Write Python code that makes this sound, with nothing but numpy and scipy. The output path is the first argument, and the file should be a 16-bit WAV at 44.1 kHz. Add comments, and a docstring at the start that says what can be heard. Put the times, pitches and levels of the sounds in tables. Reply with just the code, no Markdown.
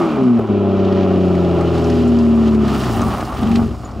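"""A six-cylinder saloon comes out of a slide on a dirt field and drives up close.
From the start, firing pulses ring the exhaust pipe; tyres scrub, crunch gravel and flick stones.
The revs fall through the exhaust boom; at 0.4 s the pipe coughs as the throttle opens.
From 2.7 s the car brakes: tyres groan, sand sprays, the engine sinks almost to a stall.
It catches with one blip at 3.5 s, and metal chinks as the car stops."""
import sys
import numpy as np
from scipy import signal
from scipy.fft import rfft, irfft, next_fast_len
from scipy.io import wavfile
from scipy.ndimage import uniform_filter1d

SR = 44100
rng = np.random.default_rng(int(sys.argv[2]) if len(sys.argv) > 2 else 0)


def transcribe(u):
    """Save the signal u as a 16-bit wav file named by the first command-line argument.

    u: samples, shape (n,) or (channels, n), limited to [-1, 1]; the rate is SR.
    q: integer samples, one column per channel.
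    """
    v = np.clip(np.atleast_2d(u).T, -1, 1)
    q = np.round(v * 32767).astype(np.int16)
    wavfile.write(sys.argv[1], SR, q)


N = 176400
CYLINDERS = 6
ENGINE_PAN_DB, TYRE_PAN_DB = 0.4, -0.8  # left over right

# exhaust pulse strength (time [s], gain [dB])
ENGINE_LOAD = [(0, -1), (.14, 1.5), (.33, -8), (.43, -4), (.475, -8), (.495, 0.5), (1.1, 1.5), (1.6, 2.5),
               (1.9, 3), (2.2, 0), (2.6, 0.9), (2.85, -5), (3.07, -1), (3.18, -12), (3.35, -7), (3.48, -2),
               (3.62, -0.5), (3.72, -4), (3.86, -15), (4, -6.5)]
# turbulent gas in the pipe (frequency [Hz], gain [dB])
GAS_SPECTRUM = [(20, -30.5), (45, -20.5), (70, -7), (150, -10.5), (235, -6.5), (300, -5.5), (410, 0.5),
                (490, -6.5), (590, -10.5), (760, -10), (950, -30.5), (1500, -31.5), (4000, -63.5)]


def undb(db):
    """Decibels to gain."""
    return 10 ** (np.asarray(db) / 20)


def unit(x):
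    """Scale to rms 1."""
    return x / np.sqrt(np.mean(x ** 2))


def curve(table, column=1):
    """Table column, linear in time."""
    rows = np.array(table)
    return np.interp(np.arange(N) / SR, rows[:, 0], rows[:, column])


def walk(rate_hz):
    """Smooth random drift, rms 1."""
    step = max(int(SR / rate_hz), 2)
    return unit(uniform_filter1d(rng.standard_normal(N)[np.arange(N) // step], step))


def colour(x, spectrum):
    """Minimum-phase filter through (frequency [Hz], gain [dB]) points; output rms 1."""
    size = next_fast_len(N + N // 4)
    hz, db = np.array(spectrum).T
    bin_hz = np.arange(size // 2 + 1) * SR / size
    gain = undb(np.interp(np.log(bin_hz + 1), np.log(hz), db))
    cepstrum = irfft(np.log(gain), size)
    cepstrum[1:size // 2] *= 2
    cepstrum[size // 2 + 1:] = 0
    return unit(irfft(rfft(x, size) * np.exp(rfft(cepstrum)), size)[:N])


def band(x, centre_hz, width_hz):
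    """Flat zero-phase band-pass, steep edges."""
    size = next_fast_len(N + N // 4)
    offset = np.abs(np.arange(size // 2 + 1) * SR / size - centre_hz) / (width_hz / 2)
    return irfft(rfft(x, size) / (1 + offset ** 8), size)[:N]


def stereo(mid, side, pan_db):
    """Mid/side to left/right."""
    return np.array([mid + side, mid - side]) * undb(np.array([[pan_db], [-pan_db]]) / 2)


def exhaust(firing_hz, cycle_rad):
    """Firing pulses through the pipe; at low revs the manifolds grow unequal, the beat lumpy and dull."""
    # unequal cylinders, two manifolds (order [x cycle rate], relative level [dB])
    order_levels = [(6.0, 3.24), (8.0, -26.5), (9.0, -6), (10.0, -36), (12.0, 4.5), (14.0, -14),
                    (15.0, -24.5), (16.0, -41.5), (18.0, -1), (20.0, -10), (21.0, -10.5), (22.0, -8),
                    (24.0, -6), (26.0, -8.5), (27.0, -20), (28.0, -25.5), (30.0, -7), (32.0, -21),
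                    (33.0, -20.5), (36.0, -11), (42.0, -16.5), (48.0, -31.5), (54.0, -26.5)]
    # pipe and silencer response (frequency [Hz], gain [dB])
    pipe_response = [(30, -40.5), (60, -11), (90, -13), (125, -6), (155, -21), (180, -8.5), (205, -13),
                     (230, 1.5), (262, -18.5), (310, -10.5), (360, -2), (410, -1), (445, -13.5),
                     (510, -36.5), (545, -13), (572, -2.5), (610, -14), (680, -7.5), (750, -21),
                     (820, -9.5), (900, -36), (1400, -18)]
    level_db, weak_order_db, even_order_db = -16.5, -27.5, -17.5
    stumble_hz, lumpiness, dull_db_per_octave, pivot_order = 52, 0.68, 5, 19.1
    listed_db = {round(order): db for order, db in order_levels}
    stumble = 1 / (1 + (firing_hz / stumble_hz) ** 6)  # towards 1 near stall
    pulses = np.zeros(N)
    for order in range(3, 61):
        db = listed_db.get(order, weak_order_db if order % 2 or order < CYLINDERS else even_order_db)
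        lag_rad = rng.uniform(0, 2 * np.pi) * (order % CYLINDERS > 0)
        is_manifold_order = order % (CYLINDERS // 2) == 0
        dull_db = dull_db_per_octave * np.log2(max(order, 2 * CYLINDERS) / pivot_order)
        slow_db = db * (1 - lumpiness * is_manifold_order) - dull_db
        gain = (1 - stumble) * undb(db) + stumble * undb(slow_db)
        pulses += gain * np.cos(order * cycle_rad + lag_rad)
    firing_index = (cycle_rad * CYLINDERS / (2 * np.pi) + .5).astype(int)
    scatter_db = .2 + 1.2 * stumble
    pulses *= uniform_filter1d(undb(scatter_db * rng.standard_normal(N)[firing_index]), size=80)
    return undb(level_db) * colour(pulses * undb(curve(ENGINE_LOAD)), pipe_response + [(4000, -68)])


def boom(pipe):
    """Exhaust boom: added to the pipe sound, sets the level of its low band."""
    # boom band (time [s], rms level [dB])
    boom_levels = [(0, -23.5), (.15, -22.5), (.23, -12.5), (.31, -10), (.37, -11.5), (.43, -24),
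                   (.472, -25.5), (.5, -16), (.55, -18.5), (1.2, -20.5), (1.7, -30), (1.9, -19),
                   (2.1, -12.5), (2.35, -11.5), (2.6, -14), (2.75, -19.5), (2.85, -25.5), (3.07, -20),
                   (3.2, -48.5), (3.35, -40.5), (3.43, -17.5), (3.52, -13.5), (3.61, -13), (3.68, -23),
                   (3.8, -38.5), (3.9, -43), (4, -29.5)]
    low = band(pipe, centre_hz=235.8, width_hz=93)
    low_rms = np.sqrt(uniform_filter1d(low ** 2, size=2800))
    return low * (undb(curve(boom_levels)) / low_rms - 1)


def growl(pipe):
    """Exhaust growl: added to the pipe sound, lifts or cuts a band above the boom."""
    # growl band (time [s], gain [dB])
    growl_gains = [(0, -6.5), (.45, 0.5), (.65, 3), (1.2, 3), (1.6, 4.5), (1.95, 0.5), (2.2, 2), (3, -8),
                   (4, 9)]
    return band(pipe, centre_hz=690, width_hz=380) * (undb(curve(growl_gains)) - 1)


def engine():
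    """Exhaust with boom and growl; gas noise and mechanical rasp pulse with the firings."""
    # engine speed (time [s], firing rate [Hz])
    revs = [(0.0, 176.0), (0.1, 155.62), (0.19, 134.06), (0.3, 120.48), (0.4, 111.88), (0.53, 101.91),
            (0.7, 97.22), (1.0, 95.08), (1.25, 91.36), (1.5, 86.8), (2.0, 80.68), (2.3, 76.99),
            (2.6, 73.08), (2.75, 68.5), (2.87, 61.49), (3.0, 49.39), (3.1, 38.59), (3.2, 30.74),
            (3.3, 27.11), (3.42, 41.39), (3.49, 45.93), (3.58, 46.67), (3.66, 44.04), (3.74, 32.08),
            (3.88, 29.58), (4.0, 36.56)]
    # rasp of the open engine bay (frequency [Hz], gain [dB])
    rasp_spectrum = [(500, -22), (850, -9.5), (904, -11), (988, 9), (1110, -4.5), (1320, 6), (1560, -13.5),
                     (2090, -14.5), (2370, -5.5), (3000, -9), (3340, -14), (4310, -24.5), (4960, -31.5),
                     (6130, -33), (7000, -33.5), (9100, -59.5), (15400, -120)]
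    gas_db, rasp_db, gas_pulsing, rasp_pulsing = -30.5, -40, 0.32, 0.28
    bass_hz, bass_left, width = 110, .17, .18
    firing_hz = curve(revs) * (1 + .001 * walk(24.22))
    cycle_rad = 2 * np.pi * np.cumsum(firing_hz) / SR / CYLINDERS
    beat = np.cos(CYLINDERS * cycle_rad)
    speed = firing_hz / firing_hz.mean()
    load = undb(curve(ENGINE_LOAD))
    gas = colour(rng.standard_normal(N) * (1 + gas_pulsing * beat), GAS_SPECTRUM)
    gas *= undb(gas_db) * load * speed ** .5
    rasp = colour(rng.standard_normal(N) * (1 + rasp_pulsing * beat), rasp_spectrum)
    rasp *= undb(rasp_db) * load * speed
    pipe = exhaust(firing_hz, cycle_rad) + gas
    mid = pipe + rasp + boom(pipe) + growl(pipe)
    bass = signal.sosfiltfilt(signal.butter(1, bass_hz, fs=SR, output="sos"), mid)
    side = width * np.imag(signal.hilbert(mid)) + bass_left * bass
    return stereo(mid, side, ENGINE_PAN_DB)


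def grains(rate_hz, spread_db):
    """Random clicks of uneven size, rms 1."""
    hits = rng.random(N) < rate_hz / SR
    signs = rng.choice([-1, 1], N)
    return unit(hits * signs * undb(spread_db * np.minimum(rng.exponential(size=N), 6)))


def gravel(spectrum, level_db, rate_hz, spread_db, patch_db, width):
    """Grains under the tread, in uneven patches."""
    patches = undb(patch_db * (walk(21.78) + walk(90)) / 2)
    mid, side = (colour(patches * (grains(rate_hz, spread_db) + .5 * rng.standard_normal(N)), spectrum)
                 for _ in range(2))
    return stereo(mid, width * side, TYRE_PAN_DB) * undb(level_db)


def tyres():
    """Under the tyres dirt scrubs, pebbles crunch, grit crackles."""
    # ground contact, relative levels (time [s], scrub [dB], crunch [dB], grit [dB])
    contact = [(0, -26, -39.5, -50), (.2, -29.5, -46, -58), (.35, -31, -47.5, -60), (.6, -35.5, -49, -64),
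               (.95, -32, -40, -60), (1.3, -35, -43.5, -56), (1.65, -29.5, -39.5, -54.5),
               (1.8, -32.5, -38.5, -49.5), (2.15, -35, -41.5, -52.5), (2.35, -35.5, -44, -54),
               (2.48, -32, -39, -51), (2.58, -35, -46, -55), (2.69, -25, -35.5, -47),
               (2.83, -25.5, -35, -43), (3.05, -26, -37.5, -50), (3.3, -27, -43, -53),
               (3.4, -27.5, -38.5, -51), (3.5, -29, -39.5, -52), (3.62, -32.5, -41, -51),
               (3.72, -36, -53, -54.5), (3.8, -41.5, -53, -56), (3.86, -33, -54, -55),
               (4, -42.5, -51.5, -60)]
    # dirt, pebble and grit spectra (frequency [Hz], gain [dB])
    dirt = [(40, -31), (100, -6.5), (250, 8), (400, -1.5), (500, -5), (720, 2.5), (950, -4.5), (1200, -0.5),
            (1450, -8), (1650, -18.5), (2400, -20.5), (6000, -53)]
    pebbles = [(500, -19), (1300, 0), (1850, 6.5), (2200, -4), (2850, 8), (3500, 1), (5000, -4),
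               (6300, -12), (9000, -37), (16000, -43)]
    grit = [(1500, -24.5), (4000, -2.5), (5000, 0.5), (5800, -3), (6200, -9), (6600, -2.5), (7500, -6.5),
            (9000, -10.5), (11000, -14.5), (15500, -19)]
    scrub_db, crunch_db, grit_db = curve(contact, 1) + 3.5, curve(contact, 2) - .5, curve(contact, 3) + 2.5
    scrub = gravel(dirt, scrub_db, rate_hz=450, spread_db=-0.5, patch_db=2, width=.11)
    crunch = gravel(pebbles, crunch_db, rate_hz=1500, spread_db=1.5, patch_db=2.5, width=.22)
    crackle = gravel(grit, grit_db, rate_hz=3200, spread_db=2, patch_db=1, width=.049)
    return scrub + crunch + crackle


def stones():
    """Each flicked stone cracks and rings briefly at its own pitch."""
    # stone hits (time [s], peak [dB], pitch [Hz])
    flicks = [(.235, -39, 4850), (.85, -32, 3600), (0.926, -32, 2220), (1.352, -26.5, 2010),
              (1.609, -28, 1650), (1.78, -26, 2920), (1.842, -30.5, 5500), (1.899, -25, 1770),
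              (1.9, -28, 5400), (2.078, -34.5, 7500), (2.187, -29.5, 4703), (2.265, -30.5, 2000),
              (2.473, -37, 5400), (2.548, -27.5, 1930), (2.681, -21.5, 1380), (2.702, -27, 2870),
              (2.747, -20, 1250), (2.836, -18, 1850), (2.892, -26, 1700), (3.015, -27, 6440),
              (3.207, -23.5, 1720), (3.25, -30, 4640), (3.432, -27.5, 3500), (3.472, -27, 2860),
              (3.515, -23, 2430), (3.555, -21, 2460), (3.558, -20, 3980), (3.848, -47, 5950),
              (3.912, -40, 4940)]
    ring_q, decay_s, crack_db, crack_band_hz, lowpass_hz = 5.7, 0.0065, -12.5, [1500, 7000], 7200
    age_s = np.arange(SR // 16) / SR
    out = np.zeros(N)
    for start_s, peak_db, pitch_hz in flicks:
        noise = rng.standard_normal(len(age_s))
        ring = unit(signal.lfilter(*signal.iirpeak(pitch_hz, ring_q, fs=SR), noise))
        crack = unit(signal.lfilter(*signal.butter(1, crack_band_hz, "band", fs=SR), noise))
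        hit = (ring + undb(crack_db) * crack) * np.exp(-age_s / decay_s)
        hit = signal.lfilter(*signal.butter(2, lowpass_hz, fs=SR), hit)
        first = int(start_s * SR)
        out[first:first + len(hit)] += undb(peak_db) * hit / np.abs(hit).max()
    return out


def cough():
    """One puff of gas knocks the pipe as the throttle opens."""
    start_s, peak_db, decay_s = 0.39, -8.5, 0.0069
    age_s = np.arange(N) / SR - start_s
    envelope = (age_s > 0) * np.exp(-np.abs(age_s) / decay_s)
    puff = colour(rng.standard_normal(N) * envelope, GAS_SPECTRUM)
    return stereo(undb(peak_db) * puff / np.abs(puff).max(), 0, ENGINE_PAN_DB)


def groans():
    """Sliding rubber sticks and slips in short wavering tones."""
    # tyre slips (start [s], length [s], start pitch [Hz], end pitch [Hz], level [dB])
    slips = [(2.661, 0.16, 1370, 1216, -34), (2.9, 0.12, 790, 803, -26), (2.976, 0.21, 1210, 1120, -28),
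             (3.192, .17, 790, 632, -32), (3.29, 0.072, 1074, 1190, -27), (3.405, 0.24, 735, 850, -30)]
    time_s = np.arange(N) / SR
    out = np.zeros(N)
    for start_s, length_s, from_hz, to_hz, level_db in slips:
        progress = np.clip((time_s - start_s) / length_s, 0, 1)
        pitch_hz = (from_hz + (to_hz - from_hz) * progress) * (1 + .035 * walk(150))
        envelope = undb(level_db) * np.sin(np.pi * progress) * (1 + .5 * walk(90))
        out += envelope * np.sin(2 * np.pi * np.cumsum(pitch_hz) / SR)
    return out


def sand():
    """Braked wheels throw a hissing spray of sand."""
    # spray strength (time [s], level [dB])
    spray_levels = [(0, -88), (2.66, -78.5), (2.68, -49), (2.84, -46), (3.15, -43.5), (3.28, -50),
                    (3.55, -50), (3.75, -69), (4, -74)]
    # spray spectrum (frequency [Hz], gain [dB])
    spray_spectrum = [(2500, -30), (5000, 0.5), (7000, -3), (9000, -1), (11000, -5), (15500, -7)]
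    return gravel(spray_spectrum, curve(spray_levels), rate_hz=2500, spread_db=3, patch_db=3, width=.06)


def chink():
    """Metal rings once as the car stops."""
    start_s, pitch_hz, level_db, decay_s = 3.848, 6950, -40, .013
    age_s = np.maximum(np.arange(N) / SR - start_s, 0)
    envelope = undb(level_db) * np.exp(-age_s / decay_s) * (1 + 0.78 * walk(400))
    return envelope * np.sin(2 * np.pi * pitch_hz * age_s)


def scene():
    """Engine, tyres and stones in open air."""
    return engine() + tyres() + stones() + cough() + groans() + sand() + chink()


def record(dry):
    """Steep low-pass on the top of the treble."""
    cutoff_hz = 15700
    return signal.sosfilt(signal.ellip(10, .2, 80, cutoff_hz, fs=SR, output="sos"), dry)


dry = scene()
out = record(dry)
transcribe(out)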